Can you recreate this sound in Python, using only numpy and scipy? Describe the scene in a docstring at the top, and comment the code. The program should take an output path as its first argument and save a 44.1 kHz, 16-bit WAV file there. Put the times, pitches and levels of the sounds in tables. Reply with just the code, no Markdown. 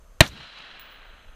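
"""Light wind and a faint electronic whine, then one pistol shot overloads a small housed microphone.
Wind, ambience, bank roll, ground scatter and the tree-line wash are shaped noise; the whine is sines.
The shot is a spike and noise bursts through housing resonances, decaying sines, echoes and late ticks.
The spent brass case bounces on the gravel: decaying sines with noise ticks.
The input saturates, ducks, recovers slowly and is band-limited."""
import sys
import numpy as np
from scipy import signal
from scipy.io import wavfile
from scipy.ndimage import uniform_filter1d

SR = 44100
rng = np.random.default_rng(int(sys.argv[2]) if len(sys.argv) > 2 else 0)


def transcribe(u):
    """Save the signal u as a 16-bit wav file named by the first command-line argument.

    u: samples, shape (n,) or (channels, n), limited to [-1, 1]; the rate is SR.
    q: integer samples, one column per channel.
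    """
    v = np.clip(np.atleast_2d(u).T, -1, 1)
    q = np.round(v * 32767).astype(np.int16)
    wavfile.write(sys.argv[1], SR, q)


N = 59535

# Noise spectra, relative density: f/Hz, level/dB
WIND_SPECTRUM = [(8.8, -33), (15, 3), (36, 3.5), (102, -17.5), (134, -38), (210, -31), (250, -23.5),
                 (320, -60.5), (550, -120)]
AMBIENCE_SPECTRUM = [(88, -28.5), (150, 3.5), (318, -5.5), (590, 4.5), (804, -5), (1300, -1), (1840, -10),
                     (5640, -17.5), (6460, -14), (15100, -24.5)]
ROLL_SPECTRUM = [(24, -31), (40, -6.5), (75, -5.5), (98, -3), (194, -8.5), (353, -17.5), (450, -17),
                 (580, -37), (990, -120)]
TREES_SPECTRUM = [(88, -46), (150, -5), (300, -8.5), (600, -2.5), (1000, -3), (1500, 3), (2150, -2),
                  (2900, 2.5), (3380, 1.5), (3560, -5.5), (4030, 3), (4400, -9.5), (5200, -16.5),
                  (7000, -26.5), (9000, -33.5), (11700, -41)]
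GROUND_SPECTRUM = [(24, -30), (40, 22.5), (317, -10), (903, -13.5), (1770, -9.5), (3060, -15.5),
                   (4030, -17), (4920, -30.5), (6320, -30), (15500, -53.5)]
# Wind level: t/s, level/dB
WIND_LEVEL = [(0, -50), (.1, -51.5), (.2, -50), (.36, -44), (.48, -53.5), (.62, -55), (.74, -46.5),
              (.9, -48), (1.1, -45.5), (1.22, -46), (1.3, -43), (1.35, -54)]
# Whine tones: f/Hz, rms level/dB
WHINE_TONES = [(6293, -76), (12618, -82)]
# Tree-line wash before onset fade and air loss: t/s, level/dB
TREES_LEVEL = [(0.3, -37), (0.436, -33), (0.51, -37), (0.582, -34.5), (1.098, -49), (1.35, -58.5)]
# Ground scatter decay: f/Hz, T60/s
GROUND_T60 = [(50, 0.087), (200, 0.13), (700, 0.19), (2500, 0.15), (6000, 0.28), (9000, 0.35),
              (14000, 0.57)]
# Case bounces: t/s, level/dB, lower ring re bounce/dB, band-passed noise tick re bounce/dB
BOUNCES = [(.7962, -36, -34, -6), (.8235, -52, -22, -10), (.9015, -53, -34, -3), (.9235, -56, -9, -30),
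           (1.047, -67, -30, -30), (1.082, -69, -30, -6)]
# Upper ring of the case, a close pair: f/Hz, level re bounce/dB, T60/s
BRASS_RING = [(15040, 0, .2), (15105, -6, .08)]
# Microphone housing resonances: f/Hz, width/Hz, gain/dB
HOUSING_MODES = [(595.5, 140, -1), (1674, 440, -6), (2590, 326, -3.5), (3915, 350, 3), (6696, 800, -27),
                 (11500, 1700, -25.5)]
# Echoes off banks and stands, then two faint late ticks (last two rows):
# t/s, rms level before decay/dB, T60/s, f/Hz, width/Hz
ECHOES_AND_TICKS = [(.2235, -13, .015, 2000, 1800), (.2375, -24, .012, 5000, 6000),
                    (.2632, -15, .022, 3300, 2200), (.2748, -24, .03, 5900, 1800),
                    (.2752, -33, .025, 12000, 6000), (.2850, -29, .025, 6000, 1800),
                    (.5888, -34, .007, 5500, 3500), (.7662, -31, .003, 3000, 2500)]
# Low blast swings, direct and reflected, plus a 625 Hz ring of the housing (last row):
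# delay/s, f/Hz, level/dB, T60/s
SWINGS_AND_RING = [(.0019, 120, 6, .022), (.0056, 105, 2, .025), (.0100, 55, -8, .06),
                   (.0150, 75, -12, .07), (.088, 60, -26, .15), (.0010, 625, -4, .04)]
# Polarity of each swing and of the ring: sign
SWING_SIGNS = [-1, 1, 1, -1, -1, 1]

SHOT_S = .2060
AMBIENCE_DB = -61.5

ROLL_DB, ROLL_T60_S, ROLL_RISE_S = -32.5, 2.4, .02
ROLL_FADE_START_S, ROLL_FADE_S = .3705, .13

TREES_START_S, TREES_RISE_S = .26, .055
TREES_PATCH_DB, TREES_FLICKER_DB = 1., 1.2
# later echoes have crossed more air; slope scales (min(f / 4 kHz, 1.3) ** power - 0.5)
AIR_SLOPE_DB_PER_S, AIR_POWER, AIR_NEUTRAL_S = -14, 2, .65

GROUND_DB, GROUND_RISE_S = -3, .0027
GROUND_END_S, GROUND_END_FADE_S, GROUND_PAST_DB = .288, .01, -7  # open ground past the nearest banks

BRASS_RISE_S, BRASS_LOW_HZ, BRASS_LOW_T60_S = .002, 11130, .35
TICK_HZ, TICK_WIDTH_HZ, TICK_T60_S = 7500, 6000, .02
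TUMBLE_DB, TUMBLE_S = 3, .006

# levels into the housing
CRACK_DB, CRACK_HOLD_S, CRACK_T60_S = 16, .003, .007
SPIKE_DB, SPIKE_SAMPLES = 17, 3
BODY_DB, BODY_T60_S, BODY_HZ = -.5, .032, 2380  # level before the low-pass
ECHO_RISE_S = .001

CEILING, EDGE_HZ = .99, 15500
DUCK_START_DB, DUCK_SHARE, DUCK_LAG_S = -41, .35, .0093  # share: dB cut per dB over start
DUCK_RECOVER_DB_PER_S = 11


def amp(db):
    """dB to linear gain."""
    return 10 ** (np.asarray(db, float) / 20)


def decay_db(t, t60_s):
    """Exponential decay: 60 dB down per T60."""
    return -60 * t / t60_s


def sine(hz, t):
    """Unit sine."""
    return np.sin(2 * np.pi * hz * t)


def evened(x):
    """Scale to rms 1."""
    return x / np.sqrt(np.mean(x ** 2) + 1e-20)


def read(points, hz):
    """Interpolate a table over log frequency."""
    f, value = np.transpose(points)
    return np.interp(np.log(hz + 1), np.log(f + 1), value)


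def level_over_time(points, t):
    """Gain from a t/s, level/dB table."""
    return amp(np.interp(t, *np.transpose(points)))


def add(mix, start_s, sound):
    """Add a sound in place, cut at the end of the mix."""
    part = mix[round(start_s * SR):][:len(sound)]
    part += sound[:len(part)]


def low_pass(x, hz):
    """One-pole low-pass."""
    r = np.exp(-2 * np.pi * hz / SR)
    return signal.lfilter([1 - r], [1, -r], x)


def resonate(x, hz, width_hz):
    """Fixed resonance of gain 1: shift to 0 Hz, smooth, shift back."""
    turn = np.exp(2j * np.pi * hz * np.arange(len(x)) / SR)
    r = np.exp(-np.pi * width_hz / SR)
    return 2 * (turn * signal.lfilter([1 - r], [1, -r], x / turn)).real


def resonate_twice(x, hz, width_hz):
    """Two equal resonances in series, for steeper skirts."""
    return resonate(resonate(x, hz, width_hz), hz, width_hz)


def noise(spectrum, field_db=lambda t, hz: 0, size=512, patch_db=0., flicker_db=0.):
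    """Random short-time spectra, rms 1 before the dB field over time and pitch is applied."""
    hop = size // 4
    frames = N // hop + 5
    hz = np.fft.rfftfreq(size, 1 / SR)[:, None]
    real, imag, patches = rng.standard_normal((frames, len(hz), 3)).T
    patches = uniform_filter1d(patches, size=6, axis=0)
    patches = evened(uniform_filter1d(patches, size=8, axis=1))
    flicker = evened(uniform_filter1d(rng.standard_normal(frames), size=2))
    inside = (hz >= spectrum[0][0]) & (hz <= spectrum[-1][0])
    gain = amp(read(spectrum, hz) + patch_db * patches + flicker_db * flicker)
    z = (real + 1j * imag) * inside * gain
    scale = np.std(signal.istft(z, nperseg=size, noverlap=size - hop)[1])
    frame_s = np.arange(frames)[None] * hop / SR
    z = z * amp(field_db(frame_s, hz)) / scale
    return signal.istft(z, nperseg=size, noverlap=size - hop)[1][:N]


def background():
    """Lumpy wind on the microphone, distant ambience with hiss, and two thin whine tones."""
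    t = np.arange(N) / SR
    wind = level_over_time(WIND_LEVEL, t) * noise(WIND_SPECTRUM, size=4096)
    ambience = amp(AMBIENCE_DB) * noise(AMBIENCE_SPECTRUM, size=1024)
    whine = sum(np.sqrt(2) * amp(db) * sine(hz, t) for hz, db in WHINE_TONES)
    return wind + ambience + whine


def roll():
    """Low rumble that rolls along the banks, then drops away."""
    t = np.arange(N) / SR
    since_s = t - SHOT_S
    level = amp(ROLL_DB + decay_db(since_s, ROLL_T60_S))
    rise = np.clip(since_s / ROLL_RISE_S, 0, 1)
    fade = np.clip((ROLL_FADE_START_S - t) / ROLL_FADE_S + 1, 0, 1)
    return level * rise * fade * noise(ROLL_SPECTRUM, size=512)


def trees():
    """Far wash off the tree line: swells in after a gap and dulls with air loss."""
    def air_db(t, hz):
        loss = np.minimum(hz / 4000, 1.3) ** AIR_POWER - .5
        return AIR_SLOPE_DB_PER_S * loss * (t - AIR_NEUTRAL_S)

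    t = np.arange(N) / SR
    rise = np.clip((t - TREES_START_S) / TREES_RISE_S, 0, 1)
    wash = noise(TREES_SPECTRUM, air_db, size=512,
                 patch_db=TREES_PATCH_DB, flicker_db=TREES_FLICKER_DB)
    return level_over_time(TREES_LEVEL, t) * rise * wash


def ground():
    """Dense near scatter, each band dying at its own speed, thinning out past the banks."""
    def fall_db(t, hz):
        return decay_db(np.maximum(t - SHOT_S, 0), read(GROUND_T60, hz))

    t = np.arange(N) / SR
    scatter = noise(GROUND_SPECTRUM, fall_db, size=256)
    past_db = GROUND_PAST_DB * np.clip((t - GROUND_END_S) / GROUND_END_FADE_S, 0, 1)
    rise = np.clip((t - SHOT_S) / GROUND_RISE_S, 0, 1)
    return amp(GROUND_DB + past_db) * scatter * rise


def tumble():
    """Ring gain as the spinning case turns towards and away: smoothed random dB."""
    width = round(TUMBLE_S * SR)
    drift = uniform_filter1d(rng.standard_normal(N), size=width)
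    drift = evened(uniform_filter1d(drift, size=width))
    return amp(TUMBLE_DB * np.tanh(drift))


def brass():
    """Each bounce is a bright noise tick plus the decaying rings of the thin case."""
    rings, ticks = np.zeros(N), np.zeros(N)
    t = np.arange(SR // 3) / SR
    upper = sum(amp(db + decay_db(t, t60_s)) * sine(hz, t) for hz, db, t60_s in BRASS_RING)
    lower = amp(decay_db(t, BRASS_LOW_T60_S)) * sine(BRASS_LOW_HZ, t)
    rise = np.minimum(t / BRASS_RISE_S, 1)
    for start_s, db, low_db, tick_db in BOUNCES:
        add(rings, start_s, amp(db) * rise * (upper + amp(low_db) * lower))
        grit = rng.standard_normal(len(t)) * amp(decay_db(t, TICK_T60_S))
        tick = resonate_twice(grit, TICK_HZ, TICK_WIDTH_HZ)
        add(ticks, start_s, amp(db + tick_db) * tick)
    return rings * tumble() + ticks


def echoes_and_ticks():
    """Echoes off banks and stands, then two faint late ticks: band-limited decaying noise."""
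    out = np.zeros(N)
    t = np.arange(SR // 4) / SR
    rise = np.minimum(t / ECHO_RISE_S, 1)
    for start_s, db, t60_s, hz, width_hz in ECHOES_AND_TICKS:
        burst = evened(resonate_twice(rng.standard_normal(len(t)), hz, width_hz))
        add(out, start_s, amp(db + decay_db(t, t60_s)) * rise * burst)
    return out


def swings_and_ring():
    """Low blast swings, direct and reflected, plus a 625 Hz ring of the housing: decaying sines."""
    out = np.zeros(N)
    t = np.arange(SR // 4) / SR
    for (delay_s, hz, db, t60_s), sign in zip(SWINGS_AND_RING, SWING_SIGNS):
        add(out, SHOT_S + delay_s, sign * amp(db + decay_db(t, t60_s)) * sine(hz, t))
    return out


def housing(x):
    """Plastic shell around the microphone: broad resonances of alternating polarity."""
    return sum((-1) ** k * amp(db) * resonate(x, hz, width_hz)
               for k, (hz, width_hz, db) in enumerate(HOUSING_MODES))


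def muzzle_blast():
    """Spike, crack of dense pressure spikes, and duller body noise that outlasts it."""
    out = np.zeros(N)
    t = np.arange(SR // 4) / SR
    crack_db = CRACK_DB + decay_db(np.maximum(t - CRACK_HOLD_S, 0), CRACK_T60_S)
    crack = amp(crack_db) * rng.standard_normal(len(t))
    crack[:SPIKE_SAMPLES] += amp(SPIKE_DB)
    body = amp(BODY_DB + decay_db(t, BODY_T60_S)) * rng.standard_normal(len(t))
    add(out, SHOT_S, crack + low_pass(body, BODY_HZ))
    return out


def shot():
    """Muzzle blast through the housing resonances; the other parts are added unfiltered."""
    return housing(muzzle_blast()) + swings_and_ring() + echoes_and_ticks()


def scene():
    """Sum of all layers, one channel."""
    return (shot() + ground() + roll() + trees() + brass() + background())[None]


def record(dry):
    """Input saturates, gain control ducks after the blast and recovers slowly; then the band limit."""
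    hot = CEILING * np.tanh(dry / CEILING)
    power = abs(uniform_filter1d(hot[0] ** 2, size=200))
    power_db = 10 * np.log10(power + 1e-12)
    # running peak of the wanted cut, released at a constant dB rate
    release_db = np.arange(N) * DUCK_RECOVER_DB_PER_S / SR
    wanted_db = DUCK_SHARE * (power_db - DUCK_START_DB)
    cut_db = np.maximum(np.maximum.accumulate(wanted_db + release_db) - release_db, 0)
    # delay by one lag, then average over one lag
    lag = round(DUCK_LAG_S * SR)
    cut_db = np.convolve(np.r_[np.zeros(lag), cut_db], np.ones(lag) / lag)[:N]
    band_limit = signal.firwin(511, EDGE_HZ, window=("kaiser", 9), fs=SR)
    return signal.oaconvolve(hot / amp(cut_db), band_limit[None], "same")


dry = scene()
out = record(dry)
transcribe(out)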